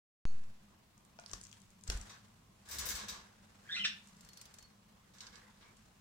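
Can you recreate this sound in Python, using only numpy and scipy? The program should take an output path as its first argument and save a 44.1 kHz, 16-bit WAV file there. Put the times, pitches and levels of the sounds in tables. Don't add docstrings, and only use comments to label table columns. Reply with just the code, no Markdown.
import sys
import numpy as np
from scipy import signal
from scipy.fft import rfft, irfft
from scipy.io import wavfile
from scipy.ndimage import uniform_filter1d

SR = 44100
rng = np.random.default_rng(int(sys.argv[2]) if len(sys.argv) > 2 else 0)


def materialize(psi):
    bounded = np.clip(np.atleast_2d(psi).T, -1, 1)
    quanta = np.round(bounded * 32767).astype(np.int16)
    wavfile.write(sys.argv[1], SR, quanta)


def field_ratio(decibels):
    return 10 ** (np.asarray(decibels, dtype=float) / 20)


N = 264952
T = np.arange(N) / SR
WAKE_AT = 11181


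def evened(x):
    return x / np.sqrt(np.mean(x ** 2) + 1e-30)


def read(points, hz):
    f, value = np.transpose(points)
    return np.interp(np.log(hz + 1), np.log(f + 1), value)


def add(mix, s, sound):
    part = mix[..., round(s * SR):][..., :sound.shape[-1]]
    part += sound[..., :part.shape[-1]]


def curve(rows, column):
    rows = np.asarray(rows)
    fade = np.clip(np.minimum(T - rows[0, 0], rows[-1, 0] - T) / 0.004, 0, 1)
    return np.interp(T, rows[:, 0], rows[:, column]), fade


def peak(s, db, rise, fall):
    return field_ratio(db - np.where(T < s, abs(rise) * (s - T), abs(fall) * (T - s)))


def resonate(x, hz, width):
    r = np.exp(-np.pi * max(width, 1) / SR)
    poles = [1, -2 * r * np.cos(2 * np.pi * hz / SR), r * r]
    return signal.lfilter([(1 - r * r) / 2, 0, (r * r - 1) / 2], poles, x)


def resonate_twice(x, hz, width):
    return resonate(resonate(x, hz, width), hz, width)


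def coloured(x, points, tilt_db=0):
    hz = np.fft.rfftfreq(x.shape[-1], 1 / SR)
    gain_db = read(points, hz) + tilt_db * np.log2((hz + 50) / 4000)
    return irfft(rfft(x) * field_ratio(gain_db), x.shape[-1])


def pair(length, same):
    a, b = rng.standard_normal((2, length))
    same = np.clip(same, 0, 1)
    return np.array([a, same * a + np.sqrt(1 - same ** 2) * b])


def panned(db):
    return field_ratio([[db / 2], [-db / 2]])


def whistle(rows, wobble, flutter, flutter_hz):
    (hz, fade), second_db = curve(rows, 1), curve(rows, 3)[0]
    hz = hz * (1 + wobble * evened(resonate(rng.standard_normal(N), 57, 33)))
    turn = 2 * np.pi * np.cumsum(hz) / SR
    upper = np.sin(2 * turn) + 0.1 * np.sin(3 * turn) + 0.05 * np.sin(4 * turn) + 0.03 * np.sin(5 * turn)
    tone = field_ratio(curve(rows, 2)[0]) * np.sin(turn) + field_ratio(second_db) * upper
    beat = 1 + flutter * evened(resonate(rng.standard_normal(N), flutter_hz, 47))
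    return np.sqrt(2) * fade * tone * beat


# time_s, pitch_hz, partial_1_db, partial_2_db
INTRO_NOTE = [(3.65, 1570, -70, -88), (3.667, 1750, -69, -88), (3.677, 1900, -68, -85),
              (3.69, 2600, -65, -85)]
RISING_NOTE = [(3.687, 1600, -60, -62), (3.696, 1650, -48, -57), (3.706, 1670, -49, -58),
               (3.713, 1800, -54, -50), (3.721, 1880, -55, -46), (3.731, 1760, -52, -39),
               (3.737, 1730, -57, -45), (3.746, 2060, -49, -46), (3.756, 2040, -48, -44),
               (3.765, 1780, -54, -44)]
HELD_NOTE = [(3.755, 2428, -51, -70), (3.77, 2570, -41.5, -81), (3.8, 2700, -62, -74)]
GULPED_NOTE = [(3.765, 1442, -60, -65), (3.785, 1375, -49.5, -72)]
FALLING_NOTE = [(3.791, 3250, -42, -75), (3.8, 3114, -42, -75), (3.81, 3030, -42, -78),
                (3.822, 2900, -44, -80), (3.838, 2760, -46, -72), (3.8435, 2640, -36, -45),
                (3.8485, 2050, -38, -37), (3.853, 1650, -42, -35)]
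SQUAWK_NOTE = [(3.849, 1650, -47, -40), (3.854, 1790, -46, -37), (3.861, 1770, -47, -39),
               (3.867, 1720, -54, -48)]
LOW_STRAND = [(3.765, 2015, -51, -80), (3.8, 2062, -54, -80), (3.838, 1980, -73, -83)]
# start_s, length_s, level_db, pulse_rate_hz
BUZZES = [
    (3.756, .045, -47, 330),
    (3.846, .021, -33.5, 400),
]
# centre_hz, width_hz, level_db
BEAK = [(1520, 970, -6.5), (2760, 890, 1), (3616, 300, 0), (4440, 400, -3), (5500, 800, -4),
        (8000, 600, -14.5)]


def bird():
    out = whistle(INTRO_NOTE, wobble=0.016, flutter=0.99, flutter_hz=90)
    out += whistle(RISING_NOTE, wobble=0.0092, flutter=0.37, flutter_hz=168)
    out += whistle(HELD_NOTE, wobble=0.075, flutter=0.27, flutter_hz=60)
    out += whistle(GULPED_NOTE, wobble=0.017, flutter=0.25, flutter_hz=100)
    out += whistle(FALLING_NOTE, wobble=0.006, flutter=0.3, flutter_hz=150)
    out += whistle(SQUAWK_NOTE, wobble=0.02, flutter=0.3, flutter_hz=300)
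    out += whistle(LOW_STRAND, wobble=0.015, flutter=0.3, flutter_hz=120)
    for s, length, level_db, rate in BUZZES:
        t = T[:round(length * SR)]
        puffs = (0.5 + np.exp(-(t * rate % 1) / 1.2)) * rng.standard_normal(len(t))
        buzz = sum(field_ratio(db) * resonate_twice(puffs, hz, width) for hz, width, db in BEAK)
        envelope = signal.windows.tukey(len(t), 0.15) * field_ratio(-5 * t / length)
        add(out, s, field_ratio(level_db) * evened(buzz) * envelope)
    return signal.sosfilt(signal.butter(8, [1200, 8700], "band", fs=SR, output="sos"), out)


# start_s, peak_db, centre_hz, left_right_db
TICKS = [(0.9787, -51, 7500, 3), (1.05, -55, 7700, -2), (1.1885, -45, 5000, 5), (1.1974, -41.5, 7300, -7),
         (1.2376, -48, 4500, 0), (1.2615, -39.5, 4570, -2), (1.2622, -46, 8150, 8), (1.2792, -53, 7000, 0),
         (1.2865, -49, 7500, 0), (1.296, -48, 5000, 3), (1.3142, -38.5, 6800, 6), (1.4136, -37.5, 6900, -6),
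         (1.4516, -40, 6400, 2), (1.4687, -44, 6200, 6), (1.493, -51, 6700, 1), (1.515, -45, 6340, 7),
         (1.528, -42, 7400, 4), (1.6024, -53, 6940, 1), (1.618, -48, 7600, 8), (1.7045, -53, 7250, 4),
         (1.811, -51.5, 6570, 3), (1.8375, -38.5, 8000, 6.5)]
BLOWS = [
    (1.3335, -26, 5470, 5),
    (1.336, -35, 4470, 2),
    (1.8975, -40, 8000, 1),
    (1.9, -22, 5400, 2.5),
    (1.9025, -34, 5000, 3),
]
KNOCKS = [
    (1.1885, -49, 2500, 4),
    (1.2376, -57, 2500, 1),
]
SPLATS = [(1.334, -41.5, 1080, 1), (1.4102, -50, 8500, 2), (1.4295, -52, 7200, 5), (1.4362, -42, 7070, 7),
          (1.4408, -48, 6500, 6), (1.5268, -46.5, 3330, 5), (1.876, -37.5, 6900, 8), (1.879, -44, 5250, 8),
          (1.9, -36.5, 1400, 6), (1.9005, -35, 3080, 6), (1.9192, -38, 6340, 0), (1.9725, -41.5, 7400, 5),
          (2.0118, -40.5, 7100, 8)]
PECKS = [(4.0725, -51, 7150, 5), (4.0854, -55, 7050, -9), (4.1674, -57, 6760, 4), (4.2084, -46.5, 6740, 3),
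         (4.2486, -47, 6900, 4), (4.2886, -46.5, 4730, 1), (4.3323, -49.5, 6280, 3),
         (4.373, -41.5, 4700, 0.5), (4.4134, -40.5, 7950, 0), (4.455, -44, 4780, -1.0),
         (4.5405, -44, 8000, 1), (4.586, -44.5, 6840, 3.5), (4.6255, -48.5, 5700, -1)]
CLAWS = [(5.1841, -48, 6160, -1), (5.2058, -38, 6100, -2), (5.2673, -43.5, 5500, -3.0),
         (5.356, -49.5, 5800, -13), (5.5727, -64, 4200, -5), (5.614, -58, 3260, 0), (5.628, -56, 3000, 3),
         (5.7678, -55.5, 9400, 2)]
# pitch_hz, level_db, t60_s
TUB = [(230, -30, .03), (694, 0, .037), (860, -3, .028), (1150, -8, .02), (1430, -3, .035),
       (2450, -5, .025)]
TUB_DB_PER_OCTAVE = -18.5
THUD_HZ, THUD_DB = 453, 1


def ticks(rows, edge_hz, width, lag, crack_hz, crack_db, t60, tub_db, rise=0):
    out, t = np.zeros((2, N)), T[:3000]
    tub = sum(field_ratio(db - 60 * t / ring_s) * np.sin(2 * np.pi * hz * t) for hz, db, ring_s in TUB)
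    tub = tub * np.minimum(t / 0.0012, 1)
    dull = signal.butter(2, min(edge_hz, 20000), fs=SR)
    for s, peak_db, hz, pan_db in rows:
        spray = pair(len(t), 0.053) * field_ratio(-60 * t / t60)
        spray[:, 0] += [4, 2.5]
        spray = spray * np.minimum((t + 1 / SR) / max(rise, 1 / SR), 1)
        thud = field_ratio(THUD_DB + 0.47 * (peak_db + 22.5)) * resonate(spray, THUD_HZ, THUD_HZ)
        crack = resonate(spray, crack_hz, 2 * crack_hz) + thud
        crack = field_ratio(0.5 * (peak_db + 29.5) + crack_db) * crack
        tick = signal.lfilter(*dull, resonate_twice(spray, hz, width * hz)) + crack
        tub_gain = field_ratio(tub_db + TUB_DB_PER_OCTAVE * np.log2(hz / 2500))
        tick = tick / abs(tick[0]).max() + tub_gain * tub / abs(tub).max()
        tick = 1.11 * field_ratio(peak_db) * panned(pan_db) * tick
        add(out[0], s, tick[0])
        add(out[1], s + lag / SR, tick[1])
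    return out


# start_s, peak_db, t60_s, brightness_db_per_octave, left_right_db
JOLTS = [(2.0942, -43.5, 0.2, -5, 1), (2.655, -55, 0.44, 0, 2), (2.687, -42.5, 0.26, 5, 3),
         (2.71, -36.5, 0.48, 3.7, 1), (2.784, -28.5, 0.14, 3.5, 2), (2.8113, -43, 0.39, -3, -10),
         (2.854, -38.5, 0.26, 9.5, 13), (2.8872, -28.5, 0.13, 7, 4.5), (2.9045, -33, 0.14, 0, -3),
         (2.9506, -31.5, 0.16, 1.5, 1.5), (2.988, -37, 0.25, -3, 0), (3.0837, -31, 0.12, -0.5, 2.5),
         (3.097, -40, 0.037, 7, -11), (3.1249, -43.5, 0.33, -3.5, -1.5), (5.136, -54.5, 0.25, 1, -1),
         (5.2071, -45, 0.25, -4.5, -1), (5.3271, -50, 0.24, -6, -0.5), (5.6108, -54, 0.21, -9.5, -1)]
# pitch_hz, width_hz, level_db
WIRES = [(487, 6, -1), (1110, 200, 7.5), (1670, 48, 5.5), (2174, 170, -1), (3710, 450, 2.5),
         (8960, 75, -14), (5000, 420, -3), (5555, 51, -4), (6090, 24, -3), (6770, 31, -5), (7340, 75, -4.5),
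         (7940, 350, 0), (9500, 55, -19), (11170, 230, -5.5), (12800, 13, -9), (14950, 98, -8),
         (14600, 50, 0)]
# frequency_hz, density_db
CLATTER = [(180, -41), (300, -14), (487, -17), (1370, 3), (1670, 2), (2760, -4), (6050, -1.5),
           (11400, -19.5), (13500, -27), (15200, -25), (16200, -42)]
TRAY_DB, TRAY_LAG = -7, 0.24
NEAR_WIRE_HZ, NEAR_WIRE_DB = 10000, 13.5


def cage():
    drive, t = np.zeros((2, N)), T[:16384]
    low, high = (signal.butter(3, 3200, kind, fs=SR) for kind in ("low", "high"))
    for s, peak_db, t60, tilt_db, pan_db in JOLTS:
        sizes = field_ratio(2.7 * np.minimum(rng.exponential(1, len(t)), 3))
        sizes = sizes * (rng.random(len(t)) < 900 / SR)
        bounces = coloured(pair(len(t), 0.29) * (0.5 + sizes), CLATTER, tilt_db)
        wires = evened(signal.lfilter(*high, bounces)) * field_ratio(-60 * t / t60) * np.minimum(t / 0.00089, 1)
        tray_gain = field_ratio(TRAY_DB - TRAY_LAG * (peak_db + 43.5) - 40 * t / t60)
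        tray = evened(signal.lfilter(*low, bounces)) * tray_gain * np.minimum(t / 0.0089, 1)
        add(drive, s, field_ratio(peak_db - 13) * panned(pan_db) * (wires + tray))
    white = coloured(drive, [(hz, -0.9 * db) for hz, db in CLATTER])
    ring = np.zeros((2, N))
    for hz, width, db in WIRES:
        side = panned(NEAR_WIRE_DB * (hz > NEAR_WIRE_HZ))
        ring += field_ratio(db) * side * resonate(white, hz, 0.73 * width) / np.sqrt(width)
    return drive + field_ratio(0.7) * evened(ring) * np.std(drive)


# start_s, level_db, pitch_hz, t60_s
RINGS = [(2.085, -61, 3750, .1), (2.095, -56, 5980, 0.2), (2.686, -53, 9000, .1), (2.709, -61, 6090, .5),
         (2.785, -54, 6090, .5), (2.887, -51, 6090, 0.82), (2.95, -55, 7940, .3), (2.95, -51, 5000, .15),
         (2.97, -53, 3760, .3), (3.084, -55, 6090, 0.43), (3.088, -45.5, 3770, 0.16),
         (5.21, -60, 4000, .15)]
# start_s, level_db, pitch_hz, t60_s
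LAST_RING = (0.256, -66, 2639, 1.1)


def rings():
    out, t = np.zeros((2, N)), T[:SR // 2]
    for s, db, hz, t60 in [LAST_RING] + RINGS:
        phase = 2 * np.pi * rng.random((2, 2, 1))
        tone = np.sin(2 * np.pi * hz * t + phase[0])
        tone = tone + 0.45 * np.sin(2 * np.pi * hz * 1.006 * t + phase[1])
        add(out, s, field_ratio(db - 60 * t / t60) * np.minimum(t / 0.002, 1) * tone)
    return out


# start_s, length_s, start_hz, end_hz, level_db
SQUEAKS = [(2.134, 0.044, 1670, 1670, -64), (2.685, 0.025, 1670, 1670, -59.5), (2.798, .1, 1640, 1660, -58),
           (2.882, 0.093, 1670, 1680, -55.5), (2.97, 0.087, 1129, 1060, -58.5),
           (3.091, 0.14, 1066, 1040, -63), (4.108, 0.014, 1600, 1620, -82), (5.205, 0.1, 1620, 1578, -65),
           (5.322, 0.08, 1600, 1650, -64.5), (5.379, .15, 1946, 1980, -72), (5.399, .12, 1607, 1550, -74),
           (5.47, 0.043, 947, 950, -66.5), (5.612, 0.12, 2200, 2290, -70.5), (5.616, 0.13, 950, 1117, -73)]


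def squeaks():
    out = np.zeros((2, N))
    for s, length, start_hz, end_hz, db in SQUEAKS:
        t = T[:round(length * SR)]
        turn = 2 * np.pi * np.cumsum(np.linspace(start_hz, end_hz, len(t))) / SR
        fuzz = uniform_filter1d(pair(len(t), 0.4), size=170)
        add(out, s, field_ratio(db) * evened(fuzz * np.sin(turn)) * signal.windows.tukey(len(t), 0.5))
    return out


# peak_s, level_db, rise_db_per_s, fall_db_per_s, tilt_db_per_octave
RUSTLE = [(0.3, -65.5, 300, 22, -0.5), (1.238, -74.5, 117, 31, -7), (1.358, -64, 95, 267, 2.5),
          (1.45, -69, 60, 24, 7), (1.882, -55.5, 900, 52, 0.8), (1.93, -54, 508, 114, 0.3),
          (2.06, -78, 105, 26, -16), (2.742, -61, 221, 22, -4.5), (2.885, -49, 102, 89, 2),
          (3.06, -67, 66, 66, -7), (3.55, -80, 81, 18, -10), (3.74, -65.5, 139, 50, 1.5),
          (4.1, -70.5, 8, 30, 5.5), (4.486, -65, 34, 40, -0.4), (5.32, -65.5, 33, 11.5, -0.5),
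          (5.85, -80.5, 35, 26, 6)]
# frequency_hz, density_db
FEATHER = [(150, -28), (250, -11.5), (314, -10.5), (477, -5.5), (664, -6.5), (1590, -2.5), (2380, -8),
           (7390, -12.5), (16200, -38.5)]


def rustle():
    sizes = field_ratio(2 * np.minimum(rng.exponential(1, N), 3))
    grains = pair(N, 0.1) * (1 + sizes * (rng.random(N) < 500 / SR))
    flicker = field_ratio(2 * evened(uniform_filter1d(rng.standard_normal(N), size=500)))
    dull, bright = (evened(coloured(grains, FEATHER, tilt_db)) for tilt_db in (-4, 4))
    out = np.zeros((2, N))
    for *stir, tilt_db in RUSTLE:
        share = np.clip(0.5 + tilt_db / 8, 0, 1)
        out += peak(*stir) * ((1 - share) * dull + share * bright)
    return out * flicker


# start_s, peak_db, pitch_hz, t60_s, sign (a factor that also scales
PUSHES = [
    (1.332, -43, 44, 0.22, 0.62),
    (1.887, -24.5, 49.7, 0.11, 0.79),
    (1.926, -38, 40.7, 0.13, 1),
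    (1.949, -29.5, 45.5, 0.15, 0.95),
    (2.004, -38, 45.4, 0.14, 0.95),
]
# peak_s, level_db, rise_db_per_s, fall_db_per_s
SWAY = [
    (2.79, -56, 202, 71),
    (2.95, -53.5, 68, 696),
    (3.036, -69, 900, 302),
    (3.104, -60.5, 456, 112),
]


def thumps():
    out, t = np.zeros(N), T[:12000]
    for s, peak_db, hz, t60, sign in PUSHES:
        push = np.sin(2 * np.pi * hz * t) * np.minimum(t / 0.006, 1)
        add(out, s, sign * field_ratio(peak_db - 60 * t / t60) * push)
    rumble = evened(resonate_twice(rng.standard_normal(N), 62, 30.5))
    return out + sum(peak(*row) for row in SWAY) * rumble


# pitch_hz, level_db, t60_s, width_hz
BELL = [(4370, -65, 0.5, 70), (6490, -65, 0.45, 45)]
# peak_s, level_db, pitch_hz
TINKLE = [(4.265, -74, 4370), (4.315, -70, 4370), (4.335, -71, 4370), (4.385, -67, 4370),
          (4.405, -65, 4370), (4.425, -68, 4830), (4.455, -70, 4830), (4.49, -75, 4830), (4.61, -71, 4380),
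          (4.652, -63, 4390), (4.71, -76, 4390)]
TINKLE_RISE, TINKLE_FALL = 280, 480


def bell():
    since = abs(T - WAKE_AT / SR)
    ring = np.zeros((2, N))
    for hz, db, t60, width in BELL:
        ring += field_ratio(db - 60 * since / t60) * evened(resonate(pair(N, 0.16), hz, width))
    for s, db, hz in TINKLE:
        ring += peak(s, db, TINKLE_RISE, TINKLE_FALL) * evened(resonate_twice(pair(N, 0.48), hz, 80))
    return ring


# frequency_hz, t60_s
ROOM = [(200, 0.27), (1000, 0.32), (3000, 0.32), (8000, 0.21), (15000, 0.056)]


def room(x):
    taps = np.zeros((2, SR // 2))
    at = np.arange(160, SR // 2 - 20, 20) + rng.integers(0, 20, (2, (SR // 2 - 161) // 20))
    np.put_along_axis(taps, at, rng.choice([-1., 1.], at.shape), 1)
    hz, t, z = signal.stft(taps, SR, nperseg=256)
    tail = signal.istft(z * field_ratio(-60 * t / read(ROOM, hz)[:, None]), SR, nperseg=256)[1]
    return signal.fftconvolve(x * np.ones((2, 1)), tail / np.linalg.norm(tail[0]), axes=1)[:, :N]


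# frequency_hz, density_db
AIR = [(15, -42), (25, -4), (70, -6), (92, -12.5), (162, -4), (201, -12), (250, -15), (479, -19.5),
       (869, -18.5), (1050, -15.5), (1200, -19), (1450, -25.5), (2640, -24.5), (13000, -34.5),
       (16200, -34.5)]
AIR_DB = -67.5
# frequency_hz, likeness
SAME = [(40, 1), (200, 0.84), (500, 0.049), (1500, 0.081), (5000, 0.012)]
# centre_hz, width_hz
HUM = [(199.3, 40.5), (99.2, 28.4)]
HUM_DB, WANDER_DB, WANDER_S = (-71.5, -75.5), 1.5, 0.22
# peak_s, upper_band_db, lower_band_db
SWELL = [
    (0.33, -70, -59.5),
    (1.33, -65.5, -63),
    (1.93, -63, -56.5),
    (2.81, -67.5, -89),
    (3.05, -61, -66),
    (3.81, -59.5, -68),
    (4.13, -72, -80),
    (5.19, -75, -80),
]
SWELL_RISE, SWELL_FALL = 240, 94


def air():
    frames, hz = N // 512 + 5, np.fft.rfftfreq(2048, 1 / SR)
    a, b, c, d, patches = rng.standard_normal((frames, 1025, 5)).T
    patches = uniform_filter1d(uniform_filter1d(patches, size=20, axis=0), size=6, axis=1)
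    same, left = np.clip(read(SAME, hz), 0, 1)[:, None], a + 1j * b
    z = np.array([left, same * left + np.sqrt(1 - same ** 2) * (c + 1j * d)])
    z = z * field_ratio(read(AIR, hz)[:, None] + 1.4 * evened(patches))
    tone = evened(signal.istft(z, nperseg=2048, noverlap=1536)[1][:, :N])
    wander = field_ratio(WANDER_DB * evened(uniform_filter1d(rng.standard_normal(N), round(WANDER_S * SR))))
    hum = np.zeros((2, N))
    for k, (centre_hz, width) in enumerate(HUM):
        band = evened(resonate_twice(pair(N, 0.96), centre_hz, width))
        swell = sum(peak(row[0], row[k + 1], SWELL_RISE, SWELL_FALL) for row in SWELL)
        hum += (field_ratio(HUM_DB[k]) * wander + swell) * band
    return field_ratio(AIR_DB) * tone + hum


def scene():
    near = ticks(TICKS, edge_hz=7500, width=0.77, lag=9.9, crack_hz=2220, crack_db=-10.5, t60=0.0096, tub_db=-7)
    near += ticks(BLOWS, edge_hz=8500, width=0.94, lag=8.6, crack_hz=1200, crack_db=-9.5, t60=0.013, tub_db=-9)
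    near += ticks(KNOCKS, edge_hz=6000, width=0.6, lag=9, crack_hz=1500, crack_db=-20, t60=0.015, tub_db=6)
    near += ticks(SPLATS, edge_hz=12400, width=0.47, lag=9, crack_hz=5000, crack_db=-10.5, t60=0.016,
                  tub_db=-51, rise=0.0012)
    near += ticks(PECKS, edge_hz=10500, width=1, lag=13, crack_hz=4900, crack_db=8, t60=0.037, tub_db=-22)
    near += ticks(CLAWS, edge_hz=4700, width=0.96, lag=5.6, crack_hz=3450, crack_db=-18, t60=0.053, tub_db=-31)
    far, voice = cage(), bird()
    voiced = field_ratio(2) * np.array([voice, np.roll(voice, 4)])
    wet = room(field_ratio(-10) * near + field_ratio(-2) * far + field_ratio(-3) * voice)
    return near + far + voiced + wet + rustle() + squeaks() + thumps() + bell() + rings() + air()


def roll_off(x):
    return signal.sosfilt(signal.butter(12, 16520, fs=SR, output="sos"), x)


# size, hold_s, fading_s, rebound_share, rebound_s
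STEP = (-0.048, 0.024, 0.16, 0.43, .0009)


def record(dry):
    size, hold, fading, rebound, rebound_s = STEP
    t = T - WAKE_AT / SR
    offset = size * np.exp(-(np.maximum(t - hold, 0) / fading) ** 2)
    offset = offset * (1 - rebound * np.exp(-((t - rebound_s / 2) / (rebound_s / 3)) ** 2))
    awake = np.clip(t * SR / 3, 0, 1)
    band = signal.firwin(301, 16050, window=("kaiser", 8), fs=SR)
    heard = signal.oaconvolve(awake * (dry + offset), band[None], "same")
    return roll_off(heard)


dry = scene()
out = record(dry)
materialize(out)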